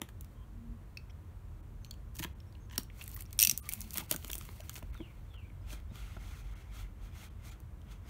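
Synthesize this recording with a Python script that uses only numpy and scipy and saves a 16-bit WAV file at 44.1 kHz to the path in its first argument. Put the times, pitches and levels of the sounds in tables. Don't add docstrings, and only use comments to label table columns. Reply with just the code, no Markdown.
import sys
import numpy as np
from scipy import signal
from scipy.fft import rfft, irfft
from scipy.io import wavfile
from scipy.ndimage import uniform_filter1d

SR = 44100
rng = np.random.default_rng(int(sys.argv[2]) if len(sys.argv) > 2 else 0)


def put_to_file(sound):
    columns = np.atleast_2d(sound).T
    safe = np.clip(columns, -1, 1)
    whole_steps = np.round(safe * 32767)
    wavfile.write(sys.argv[1], SR, whole_steps.astype(np.int16))


def undo_db(level):
    steps = np.asarray(level, float) / 20
    return 10 ** steps


N = 356769


def rms_one(x):
    return x / np.sqrt(np.mean(x ** 2) + 1e-20)


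def in_time(rows, outside):
    s, *columns = np.transpose(rows)
    return [np.interp(np.arange(N) / SR, s, column, outside, outside) for column in columns]


def band(x, low_hz, high_hz):
    edges = [low_hz, min(high_hz, .47 * SR)]
    return signal.sosfilt(signal.butter(2, edges, "band", fs=SR, output="sos"), x)


def coloured(x, spectrum):
    hz, db = np.transpose(spectrum)
    bins_hz = np.maximum(np.arange(N // 2 + 1) * SR / N, 1)
    gain = undo_db(np.interp(np.log(bins_hz), np.log(hz), db))
    return rms_one(irfft(rfft(x) * gain, N))


def drift(rate_hz):
    r = np.exp(-32 * np.pi * rate_hz / SR)
    noise = rng.standard_normal(N // 16 + 3002)
    slow = signal.lfilter([1], [1, -2 * r, r * r], noise)[3000:]
    return np.interp(np.arange(N) / 16, np.arange(len(slow)), rms_one(slow))


def ring(x, hz, t60):
    r, w = undo_db(-60 / (t60 * SR)), 2 * np.pi * hz / SR
    return signal.lfilter([0, np.sin(w)], [1, -2 * r * np.cos(w), r * r], x + 1e-18)


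def resonance(x, hz, width_hz):
    r = np.exp(-np.pi * width_hz / SR)
    poles = [1, -2 * r * np.cos(2 * np.pi * hz / SR), r * r]
    return signal.lfilter([(1 - r * r) / 2, 0, (r * r - 1) / 2], poles, x)


def bursts(count, length_ms, rise_ms):
    t_ms = np.arange(1800) / SR * 1000
    chance = rng.standard_normal((count, 1801))
    length = length_ms * undo_db(2 * chance[:, :1])
    return chance[:, 1:] * (1 - np.exp(-t_ms / rise_ms)) * np.exp(-t_ms / length)


def grains(per_s, spread_db):
    sizes = undo_db(spread_db * np.minimum(rng.exponential(1, N), 5)) * rng.choice([-1, 1], N)
    return rms_one(sizes * (rng.random(N) < per_s / SR))


def place(times, levels_db, shapes):
    size = shapes.shape[1]
    out = np.zeros(N + size)
    crest = np.sqrt(2 * uniform_filter1d(shapes ** 2, size=40).max(axis=1))
    for s, gain, shape in zip(times, undo_db(levels_db) / crest, shapes):
        start = round(s * SR)
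        out[start:start + size] += gain * shape
    return out[:N]


def strikes(table, regions):
    s, *levels = np.transpose(table)
    out = np.zeros(N)
    for db, (low_hz, high_hz, ms, trim_db, modes, t60) in zip(levels, regions):
        burst = bursts(len(s), ms, rise_ms=0.27)
        strengths = undo_db(-32.0 + 1.0 * rng.standard_normal((len(s), len(modes))))
        ringing = sum(strengths[:, [k]] * ring(burst, hz, t60) for k, hz in enumerate(modes))
        out += place(s, db + trim_db, band(burst + ringing, low_hz, high_hz))
    return out


def card(x, panels, wander_db):
    out = np.zeros(N)
    for k, (hz, width_hz, db) in enumerate(panels):
        out += (-1) ** k * undo_db(db + wander_db * drift(25)) * resonance(x, hz, width_hz)
    return rms_one(out)


def narrow_noise(table, levels_db):
    out = np.zeros(N)
    for (start, end, hz, width_hz), db in zip(table, levels_db):
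        at, size = round(start * SR), round((end - start) * SR)
        noise = rng.standard_normal(size + SR // 4)
        narrow = resonance(resonance(noise, hz, width_hz), hz, width_hz)[-size:]
        out[at:at + size] += undo_db(db) * signal.windows.tukey(size, .5) * rms_one(narrow)
    return out


# (time [s], crest of blade modes [dB], crest of film [dB])
SEAM_SLIPS = [(2.157, -54, -49), (2.168, -54, -50), (2.1925, -41.5, -38), (2.198, -43, -44),
              (2.2255, -36, -50), (2.231, -37, -48), (2.2385, -34.5, -48), (2.2465, -32, -44),
              (2.698, -52, -56), (2.7108, -46.5, -52), (2.7228, -55, -64), (2.7278, -48, -55),
              (2.7308, -52, -55), (2.735, -49, -58), (2.7458, -54, -58), (2.7528, -51, -56),
              (2.7565, -49, -53), (2.761, -51, -58), (2.7795, -32.5, -36)]
# (low [Hz], high [Hz], burst [ms], trim [dB], ringing modes [Hz], T60 [s])
SEAM_REGIONS = [
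    (860, 1100, 1.4, -10, (1030,), 0.016),
    (1620, 2100, 1.5, -4.5, (1880,), 0.015),
    (2840, 3900, 1.1, -1.5, (3150, 3400), 0.011),
    (5500, 7500, .8, -1, (6300, 6900), .006),
]


def slit():
    blade_thrice_then_film = [0, 1, 1, 1, 2]
    return strikes(np.array(SEAM_SLIPS)[:, blade_thrice_then_film], SEAM_REGIONS)


# (low [Hz], high [Hz], burst [ms], trim [dB], ringing modes [Hz], T60 [s])
SNAP_REGIONS = [
    (1020, 2600, 0.99, -1.5, (1360, 2500), 0.0067),
    (2440, 3870, 0.94, -2, (2560, 3230, 3700, 4400), 0.01),
    (4400, 7160, 0.57, -1, (7200, 11000, 4700), 0.006),
    (8050, 19000, 0.81, 7, (10000, 20000), 0.0046),
]
# (time [s], crest [dB], centre [octaves above the card panel region])
BOX_JOLTS = [(.017, -30.5, 1.2), (.0884, -47.5, .1), (.2456, -51.5, 1.7), (1.8636, -58, .5),
             (2.1964, -41, 1.6), (2.2304, -36, 1.5), (2.2385, -33.5, 1.5), (2.2463, -37, 0.45),
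             (2.7792, -24, 2.36), (3.003, -58, 1.5), (3.1645, -44, 3.1), (3.2217, -43.5, 3.4),
             (3.308, -54, 1.6), (3.9732, -26, 4), (3.9814, -26.5, 2.6), (4.0058, -42, 0.6),
             (4.1116, -23, 2.9), (4.1133, -22.5, 2.5), (4.1238, -30, 2.5), (4.162, -33.5, 2.7),
             (4.2461, -38, 1.5), (4.3012, -35.5, 1.1), (4.3534, -35, 2.9), (4.411, -42.5, .1),
             (4.6946, -35.5, 1.9), (4.8273, -48.5, 0.087), (4.944, -50, .1), (4.976, -54, 0.18),
             (5.729, -43.5, .1), (5.956, -46, .1), (3.113, -59, 2), (3.1925, -48, 0.42), (3.2545, -57, 1.5),
             (4.4525, -48, 1.7), (4.7895, -52, 2.5), (5.8, -57, 0.29), (4.2975, -45, 1.1),
             (4.423, -49, 1.7)]
# (time [s], crest [dB], centre [octaves above card panel])
FILM_CRACKS = [(1.8466, -45, 1.9), (1.9097, -36, 1.8), (2.167, -42, 2.4), (2.1929, -33, 2),
               (2.2254, -36, 1.2), (2.797, -42, 1.6), (2.9968, -51, 1.7), (3.0115, -41, 2),
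               (3.0782, -38, 2.8), (3.2073, -39, 3), (3.6903, -28, 2.76), (3.6951, -34, 2.5),
               (3.7165, -39, 1.2), (3.7357, -25, 3.1), (3.8062, -32.5, 3.3), (3.934, -40, 3.3),
               (3.957, -39, 1), (3.965, -38, 3.8), (4.0373, -50, 1.9), (4.1446, -38, 2.6),
               (4.315, -36, 3.1), (4.3316, -27, 2.3), (4.4895, -40, 0.13), (4.6048, -39.5, 1.5),
               (4.7557, -36, 1.5), (4.7621, -38, 1), (4.7753, -50, 1.4), (5.7043, -43, 1.5),
               (6.1687, -54, 0.075), (6.174, -56, .1), (7.602, -51.5, 2.5), (3.0265, -48, 2),
               (3.065, -49, 1.4), (3.1005, -50.5, 3.3), (4.1405, -38, 2.2), (4.1265, -32, 2.8),
               (4.3115, -46, 1.5), (4.4665, -50, 2.4), (4.6865, -53, 1.2), (4.767, -44, 2.8),
               (4.7815, -46, 1.8), (2.1455, -58, 2.3), (3.877, -54, 2.8), (3.922, -48, 3.1),
               (3.961, -40.5, 2.8)]
# (time [s], crest [dB], centre [octaves above card panel])
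FILM_TICKS = [(.2095, -41.5, 2.6), (.972, -52, 2.6), (1.8544, -53, 1.7), (1.9396, -50.5, 1.1),
              (2.156, -46, 1.7), (2.402, -58, 1.6), (2.525, -58, 1.7), (2.5517, -60, 0.99),
              (2.759, -45, 2.2), (2.8328, -45.5, 2.9), (3.0226, -43, 2.4), (3.0398, -41.5, 2.9),
              (3.0929, -48, 2.9), (3.1156, -45, 2.9), (3.1442, -50, 3.1), (3.174, -44.5, 2.5),
              (3.329, -38, 2.3), (3.576, -25, 2.93), (3.656, -46, 1.6), (3.7239, -27, 3.4),
              (3.816, -33, 1.84), (3.9068, -35.5, 2), (3.941, -35.5, 2.9), (4.226, -47, 1),
              (4.2797, -42, 2.9), (4.3414, -39, 2.9), (4.381, -36, 3.1), (4.3866, -41.5, 2.9),
              (7.8165, -54.5, 0.84), (4.2365, -48, 3.3), (4.328, -52, 2.3), (4.432, -54, 2.3),
              (4.7415, -45, 2.9), (4.7725, -51, 2.6), (3.0605, -47, 3.2)]
# (below [dB per octave], above [dB per octave])
JOLT_LOSS, CRACK_LOSS, TICK_LOSS = (3.7, 3.6), (9, 9.8), (18, 7.2)


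def snap_levels(table, loss):
    s, db, centre = np.transpose(table)
    away = np.arange(len(SNAP_REGIONS))[:, None] - centre
    return np.transpose([s, *(db - np.maximum(-away * loss[0], away * loss[1]))])


def snaps():
    jolts = snap_levels(BOX_JOLTS, JOLT_LOSS)
    cracks = snap_levels(FILM_CRACKS, CRACK_LOSS)
    ticks = snap_levels(FILM_TICKS, TICK_LOSS)
    return strikes(np.vstack([jolts, cracks, ticks]), SNAP_REGIONS)


# (time [s], frequency [Hz], crest [dB], T60 [s])
CLEAR_RINGS = [(0.9715, 2590, -38.5, 0.016), (.972, 4450, -42, 0.008), (.972, 5240, -42.5, 0.012),
               (1.847, 3160, -51, 0.011), (1.846, 4400, -46.5, 0.0093), (1.91, 3430, -39, 0.0071),
               (1.91, 4420, -40, 0.009), (2.402, 5360, -53, .01), (2.403, 3100, -56, .012),
               (2.5505, 4160, -57, .008), (2.552, 2900, -55.5, .008), (2.525, 4800, -57, .008),
               (3.1455, 15500, -34, .006), (2.7793, 5650, -27, 0.014), (3.0115, 2530, -38.5, 0.015),
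               (3.0155, 2750, -40, 0.014), (2.804, 1100, -51, .01), (3.378, 13500, -46.5, .002),
               (3.689, 2260, -35, 0.023), (5.004, 2250, -50, 0.011), (4.951, 1410, -45, 0.01),
               (3.011, 4430, -45, .015), (3.2605, 5600, -51, 0.0065), (4.7, 2900, -48, .006),
               (4.3, 3700, -42.5, .01), (5.345, 1340, -55, .012), (5.611, 1000, -57, .012),
               (5.706, 2600, -48, .012), (5.731, 1540, -51, .012), (6.166, 1420, -46, 0.017),
               (5.5, 2200, -55, .01), (6.17, 800, -50.5, .015), (4.112, 597, -39, .025),
               (4.6, 620, -46, .02), (4.024, 880, -46, .03), (4.006, 1200, -46, .015),
               (4.776, 540, -51, .015), (4.696, 1550, -48, 0.014), (4.298, 1460, -45, .008),
               (3.163, 1900, -47, .01), (3.174, 1100, -48, .01), (3.208, 2200, -50, .008),
               (2.9, 2300, -48, .01), (3.078, 2000, -52, .01), (4.142, 1540, -39, .02),
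               (4.331, 3100, -34, .006)]


def rings():
    s, hz, db, t60 = np.transpose(CLEAR_RINGS)
    hits = bursts(len(s), 0.92, rise_ms=0.37)
    shapes = [resonance(ring(hit, f, t), f, .5 * f) for hit, f, t in zip(hits, hz, t60)]
    return place(s, db, np.array(shapes))


# (time [s], peak [dB])
RATCHET_TEETH = [
    (3.39, -13.5),
    (3.3992, -16),
    (3.4082, -16),
    (3.4178, -15),
    (3.4265, -12),
    (3.4353, -14),
    (3.4487, -13.5),
    (3.4715, -15.5),
    (3.4955, -17),
    (3.5118, -18),
]
# (frequency [Hz], level [dB])
KNIFE_MODES = [(1380, -20), (2250, -22), (2700, 5), (3500, -21), (4500, -4), (5750, 11), (6100, 8),
               (7600, -7.5), (9000, 6), (9500, 10), (11500, -0.5), (13300, 14.5), (14600, -10)]
# (frequency [Hz], level against the tooth [dB], delay [ms])
LEAD_MODES = [
    (9100, -4, .6),
    (5600, -2, 1.1),
    (9040, -4, .8),
    (9000, -4, .6),
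    (13270, 1.5, .9),
    (9300, -7.5, .5),
    (6000, -5.5, .6),
    (6000, -4.5, .8),
    (5870, 0, .6),
    (8970, -5, .5),
]
# (time [s], crest [dB])
HANDLE_ANSWERS = [
    (3.3913, -32.5),
    (3.4015, -32),
    (3.412, -30.5),
    (3.4218, -27.5),
    (3.4372, -34),
    (3.4508, -27.5),
    (3.474, -33.5),
    (3.4971, -34),
]


def ratchet():
    s, db = np.transpose(RATCHET_TEETH)
    count = len(s)
    modes = 0
    for hz, level_db in KNIFE_MODES:
        strength = undo_db(level_db - 24 + rng.normal(0, 4, (count, 1)))
        modes = modes + strength * ring(bursts(count, .95, rise_ms=.9), hz, .3 / np.sqrt(hz))
    rattle = bursts(count, 1.15, rise_ms=.9)
    teeth = band(band(modes + rattle, 3200, 19000), 1600, 20000) + undo_db(-17) * band(rattle, 800, 2400)
    rebound_s = s + rng.uniform(0.002, 0.0045, count)

    lead_hz, lead_db, delay_ms = np.transpose(LEAD_MODES)
    hits = bursts(count, .35, rise_ms=.15)
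    leads = np.array([band(ring(hit, hz, 0.005), .6 * hz, 19000) for hit, hz in zip(hits, lead_hz)])

    late_s, late_db = np.transpose(HANDLE_ANSWERS)
    handle = ring(bursts(len(late_s), 0.98, rise_ms=0.52), hz=2645, t60=0.013)
    out = place(s, db - 0.5, teeth) + place(rebound_s, db - 13, teeth[::-1])
    out += place(s + delay_ms / 1000, db + lead_db, leads)
    return out + place(late_s, late_db, band(handle, 1900, 4000))


# (time [s], film level [dB])
FILM_HANDLING = [(2.9, -81), (2.99, -57), (3.07, -60.5), (3.19, -61), (3.25, -74), (3.38, -67), (3.54, -61),
                 (3.62, -62), (3.74, -53.5), (3.87, -59), (4.03, -55.5), (4.08, -62), (4.32, -55),
                 (4.64, -60.5), (4.79, -59.5), (4.82, -75), (4.95, -70), (5.6, -84)]
# (start [s], end [s], film level [dB], card body level [dB])
FILM_CRUNCHES = [(0.01, 0.052, -80, -67), (0.084, 0.105, -65, -80), (0.197, 0.346, -76, -80),
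                 (1.905, 1.94, -73, -79), (2.15, 2.162, -52.5, -70), (2.163, 2.176, -53, -70),
                 (2.173, 2.192, -58, -70), (2.186, 2.204, -41.5, -56), (2.203, 2.224, -57, -67),
                 (2.22, 2.25, -46, -56), (2.713, 2.78, -61, -72), (2.785, 2.814, -55, -65),
                 (2.99, 3.03, -62, -65), (3.127, 3.172, -60, -88), (3.187, 3.221, -55, -67),
                 (3.327, 3.336, -52, -58), (3.72, 3.745, -49, -59), (3.808, 3.834, -55, -76),
                 (3.932, 3.95, -48, -60), (3.95, 4.015, -48, -51), (4.093, 4.11, -47.5, -63),
                 (4.11, 4.12, -50, -41), (4.119, 4.148, -49, -47.5), (4.268, 4.287, -57, -66),
                 (4.727, 4.748, -60, -80), (4.753, 4.786, -53, -60), (6.158, 6.18, -79.5, -63),
                 (4.93, 4.986, -82, -72), (5.338, 5.346, -74, -66)]
# (frequency [Hz], level [dB per Hz])
FILM_COLOUR = [(1500, -43), (2500, -14), (4500, 0.5), (8000, 0), (15000, 2), (17000, 6)]
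# (frequency [Hz], width [Hz], level [dB])
CARD_PANELS = [(710, 150, -6), (1000, 200, -5), (1360, 220, -3), (2150, 240, 0), (2600, 350, -3),
               (3300, 450, -2), (4300, 900, -15)]


def rustle():
    handling_db, = in_time(FILM_HANDLING, outside=-150)
    film = undo_db(handling_db)
    body = undo_db(-66.5 + .6 * (handling_db + 60))
    t = np.arange(N) / SR
    for start, end, film_db, body_db in FILM_CRUNCHES:
        span = slice(round(start * SR), round(end * SR))
        fade = np.clip(np.minimum(t[span] - start, end - t[span]) / 0.0022, 0, 1)
        film[span] += undo_db(film_db) * fade
        body[span] += undo_db(body_db) * fade
    cracks = grains(9000 * undo_db(3.0 * drift(66)), spread_db=1.8)
    return film * coloured(cracks, FILM_COLOUR) + body * card(cracks, CARD_PANELS, wander_db=2.0)


# (start [s], end [s], hiss at start [dB], hiss at end [dB])
SLEEVE_PUSHES = [(5.698, 5.734, -58, -52), (5.957, 6.08, -59.5, -65.5), (6.08, 6.163, -66, -66),
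                 (6.208, 6.404, -64.5, -62.5), (6.434, 6.611, -73.5, -67.5), (6.62, 6.72, -78, -80),
                 (6.743, 6.819, -60.5, -60), (7.022, 7.062, -70, -67), (7.157, 7.247, -63, -57),
                 (7.457, 7.514, -58, -60), (7.916, 7.923, -63, -63.5), (8.08, 8.09, -66.5, -61.5)]
# (frequency [Hz], level [dB per Hz])
FRICTION_COLOUR = [(1500, -3), (2800, -5), (4000, 6), (6700, 1.5), (11000, 0.5), (17000, -2.5)]
# (frequency [Hz], width [Hz], level [dB])
SLEEVE_PANELS = [(713, 170, -4), (1040, 125, -2.5), (1343, 177, -0.5), (2120, 215, 0.5), (2444, 150, -2.5),
                 (2710, 250, -4), (3330, 370, -7), (5070, 110, -5), (6350, 610, -17.5)]
START_DB_PER_S, STOP_DB_PER_S = 457, 408


def slide():
    t = np.arange(N) / SR
    hiss_db = np.full(N, -np.inf)
    for start, end, *ends_db in SLEEVE_PUSHES:
        push_db = np.interp(t, (start, end), ends_db)
        push_db -= START_DB_PER_S * np.maximum(start - t, 0)
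        push_db -= STOP_DB_PER_S * np.maximum(t - end, 0)
        hiss_db = np.maximum(hiss_db, push_db)
    body_db = -59.5 + 0.54 * (hiss_db + 60)
    rub = grains(8000, spread_db=-0.5) * undo_db(0.66 * drift(32.0))
    hiss = undo_db(hiss_db) * coloured(rub, FRICTION_COLOUR)
    return hiss + undo_db(body_db) * card(rub, SLEEVE_PANELS, wander_db=2.1)


# (time [s], crest of box air [dB], crest of box walls [dB])
RUG_KNOCKS = [(0.015, -34.5, -41.5), (2.198, -35.5, -46), (2.247, -34.5, -44), (2.78, -31, -38.5),
              (3.478, -40, -61), (3.523, -37.5, -62), (3.955, -44, -43), (3.982, -37.5, -49),
              (4.004, -52, -48), (4.113, -34, -35), (4.143, -34.5, -40.5), (4.244, -43, -48),
              (4.295, -51, -44), (4.351, -50, -46), (4.378, -48, -52), (4.488, -45, -50), (4.776, -60, -51),
              (4.015, -42, -54), (4.824, -43.5, -46), (5.001, -35, -45), (5.727, -43, -49),
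              (5.911, -42.5, -53), (6.166, -45, -48)]
# (low [Hz], high [Hz], burst [ms], trim [dB], ringing modes [Hz], T60 [s])
BOX_REGIONS = [
    (127, 354, 5.7, 0.92, (182, 252.6, 324), 0.048),
    (294.8, 1000, 4.4, 0.61, (412, 673, 985), 0.017),
]


def knocks():
    return strikes(RUG_KNOCKS, BOX_REGIONS)


# (start [s], length [s], from [Hz], to [Hz], level [dB])
BIRD_CALLS = [
    (4.942, 0.17, 3850, 2100, -65),
    (5.298, 0.145, 3580, 2200, -65),
    (6.004, 0.035, 3410, 2000, -62),
]
GLIDE_BEND = 0.3
SAG_AT, SAG_WIDTH, SAG_DB = .68, .07, -6


def bird():
    out, t = np.zeros(N), np.arange(N) / SR
    for start, length, from_hz, to_hz, db in BIRD_CALLS:
        part = np.clip((t - start) / length, 0, 1)
        sag_db = SAG_DB * np.exp(-((part - SAG_AT) / SAG_WIDTH) ** 2)
        swell = np.sin(np.pi * part) ** 0.46 * undo_db(sag_db)
        fallen = part - GLIDE_BEND * np.sin(2 * np.pi * part) / (2 * np.pi)
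        phase = 2 * np.pi * np.cumsum(from_hz + (to_hz - from_hz) * fallen) / SR
        out += swell * undo_db(db + 3.0 * drift(170)) * np.sin(phase)
    return out


# (start [s], end [s], frequency [Hz], width [Hz])
FAINT_TONES = [(.52, .82, 233, 3), (.33, .46, 1040, 30), (.34, .46, 3200, 150), (1.81, 1.91, 6250, 200),
               (2.595, 2.67, 6400, 250), (2.46, 2.505, 5450, 250), (3.635, 3.69, 1200, 60),
               (3.71, 3.93, 215, 25), (5.89, 5.93, 3700, 100), (1.093, 1.105, 2200, 400),
               (1.097, 1.113, 3150, 500), (1.095, 1.113, 5400, 900), (5.61, 5.64, 5050, 60),
               (5.44, 5.48, 2400, 90), (5.345, 5.4, 3100, 60)]
FAINT_TONES_DB = [-55, -72, -77, -72, -74, -78, -61, -57.5, -74, -62.5, -67, -66.5, -77, -69, -71]


def faint_tones():
    return narrow_noise(FAINT_TONES, FAINT_TONES_DB)


# (time [s], drone level near 45 Hz [dB])
TRAFFIC_RUMBLE = [(0, -60), (.25, -49.5), (.6, -47.5), (1.2, -56), (1.87, -48), (2.5, -53), (4.0, -54),
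                  (4.44, -48), (4.7, -66), (4.84, -43.5), (5.2, -50), (5.6, -50.5), (5.88, -43.5),
                  (6.56, -45), (6.92, -44), (7.2, -53.5), (8.09, -49)]
# (frequency [Hz], level [dB per Hz])
ROOM_COLOUR = [(15, -46.5), (25, -7), (44, -2), (86, -2.5), (144, -14), (160, -17.5), (233, -19.5),
               (260, -30), (297, -22.5), (359, -28.5), (848, -36.5), (970, -34), (3000, -48), (4500, -52.5),
               (15500, -54)]


def background():
    drone = resonance(band(rng.standard_normal(N), 30, 57), 44, 14)
    drone_db, = in_time(TRAFFIC_RUMBLE, outside=-52)
    air = coloured(rng.standard_normal(N), ROOM_COLOUR)
    air = signal.sosfilt(signal.butter(4, 58, "high", fs=SR, output="sos"), air)
    return undo_db(drone_db) * rms_one(drone) + undo_db(-49.5) * rms_one(air)


def room(x):
    t = np.arange(SR // 2) / SR
    t60_s = 0.19
    tail = rng.standard_normal(len(t)) * undo_db(-60 * t / t60_s) * (t > .003)
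    treble = band(tail * undo_db(-60 * t / .5), 4700, 17000)
    tail = band(tail, 250, 6700) + treble
    return signal.fftconvolve(x, tail / np.sqrt(np.sum(tail ** 2)))[:N]


def scene():
    near = slit() + snaps() + rings() + ratchet() + rustle() + slide() + knocks()
    far = bird()
    echo = room(undo_db(-14.5) * near + far)
    return (near + far + echo + faint_tones() + background())[None]


def roll_off(x):
    return signal.sosfilt(signal.butter(12, 17000, fs=SR, output="sos"), x)


# (time [s], edge [Hz], depth [dB])
TREBLE_DROPOUTS = [(0.002, 2600, -14), (1.620, 1800, -10), (1.922, 7000, -9), (2.344, 3000, -15),
                   (2.770, 4500, -8), (3.007, 7000, -5), (3.155, 1500, -12), (3.614, 450, -35),
                   (4.072, 2600, -11), (4.626, 2000, -9), (4.920, 3000, -14), (5.373, 3500, -12),
                   (6.547, 2930, -15), (7.295, 1300, -12), (7.507, 900, -10)]
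# (start [s], end [s], frequency [Hz], width [Hz])
LEFT_BANDS = [(3.6, 3.638, 1200, 60), (3.602, 3.638, 8900, 60), (3.602, 3.638, 11100, 60),
              (3.602, 3.638, 12400, 60), (4.612, 4.635, 1600, 60), (4.612, 4.64, 5900, 60),
              (4.612, 4.635, 8600, 60), (3.135, 3.17, 14100, 80), (7.495, 7.525, 2350, 50),
              (7.495, 7.53, 7050, 50), (7.283, 7.31, 3150, 50)]
LEFT_BANDS_DB = [-67, -65, -65, -70, -67, -70, -77, -50, -64, -68, -77]
# (frequency [Hz], width [Hz], share removed [0-1])
MICROPHONE_DIPS = [(5000, 600, .35), (10400, 1000, .35)]


def record(dry):
    out, t = dry.copy(), np.arange(N) / SR
    for s, edge_hz, depth_db in TREBLE_DROPOUTS:
        span = slice(max(round((s - .05) * SR), 0), round((s + .05) * SR))
        half_s = .0145 if depth_db < -30 else .0095
        gap = np.clip((half_s - np.abs(t[span] - s)) / .005, 0, 1) * (1 - undo_db(depth_db))
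        treble = signal.sosfiltfilt(signal.butter(4, edge_hz, "high", fs=SR, output="sos"), dry[:, span])
        out[:, span] -= gap * treble
    out += narrow_noise(LEFT_BANDS, LEFT_BANDS_DB)
    for hz, width_hz, share in MICROPHONE_DIPS:
        out = out - min(share, .9) * resonance(out, hz, width_hz)
    out = signal.sosfilt(signal.butter(8, 36.5, "high", fs=SR, output="sos"), out)

    top = signal.sosfiltfilt(signal.ellip(8, .05, 45, 15850, "high", fs=SR, output="sos"), out)
    loud = np.clip(uniform_filter1d(top ** 2, size=400) / undo_db(-116) - 1, 0, 1)
    gated = out - top * (1 - undo_db(-26.5) * loud)
    mix = signal.sosfilt(signal.cheby2(16, 70, 17200, fs=SR, output="sos"), gated)
    return roll_off(mix)


dry = scene()
out = record(dry)
put_to_file(out)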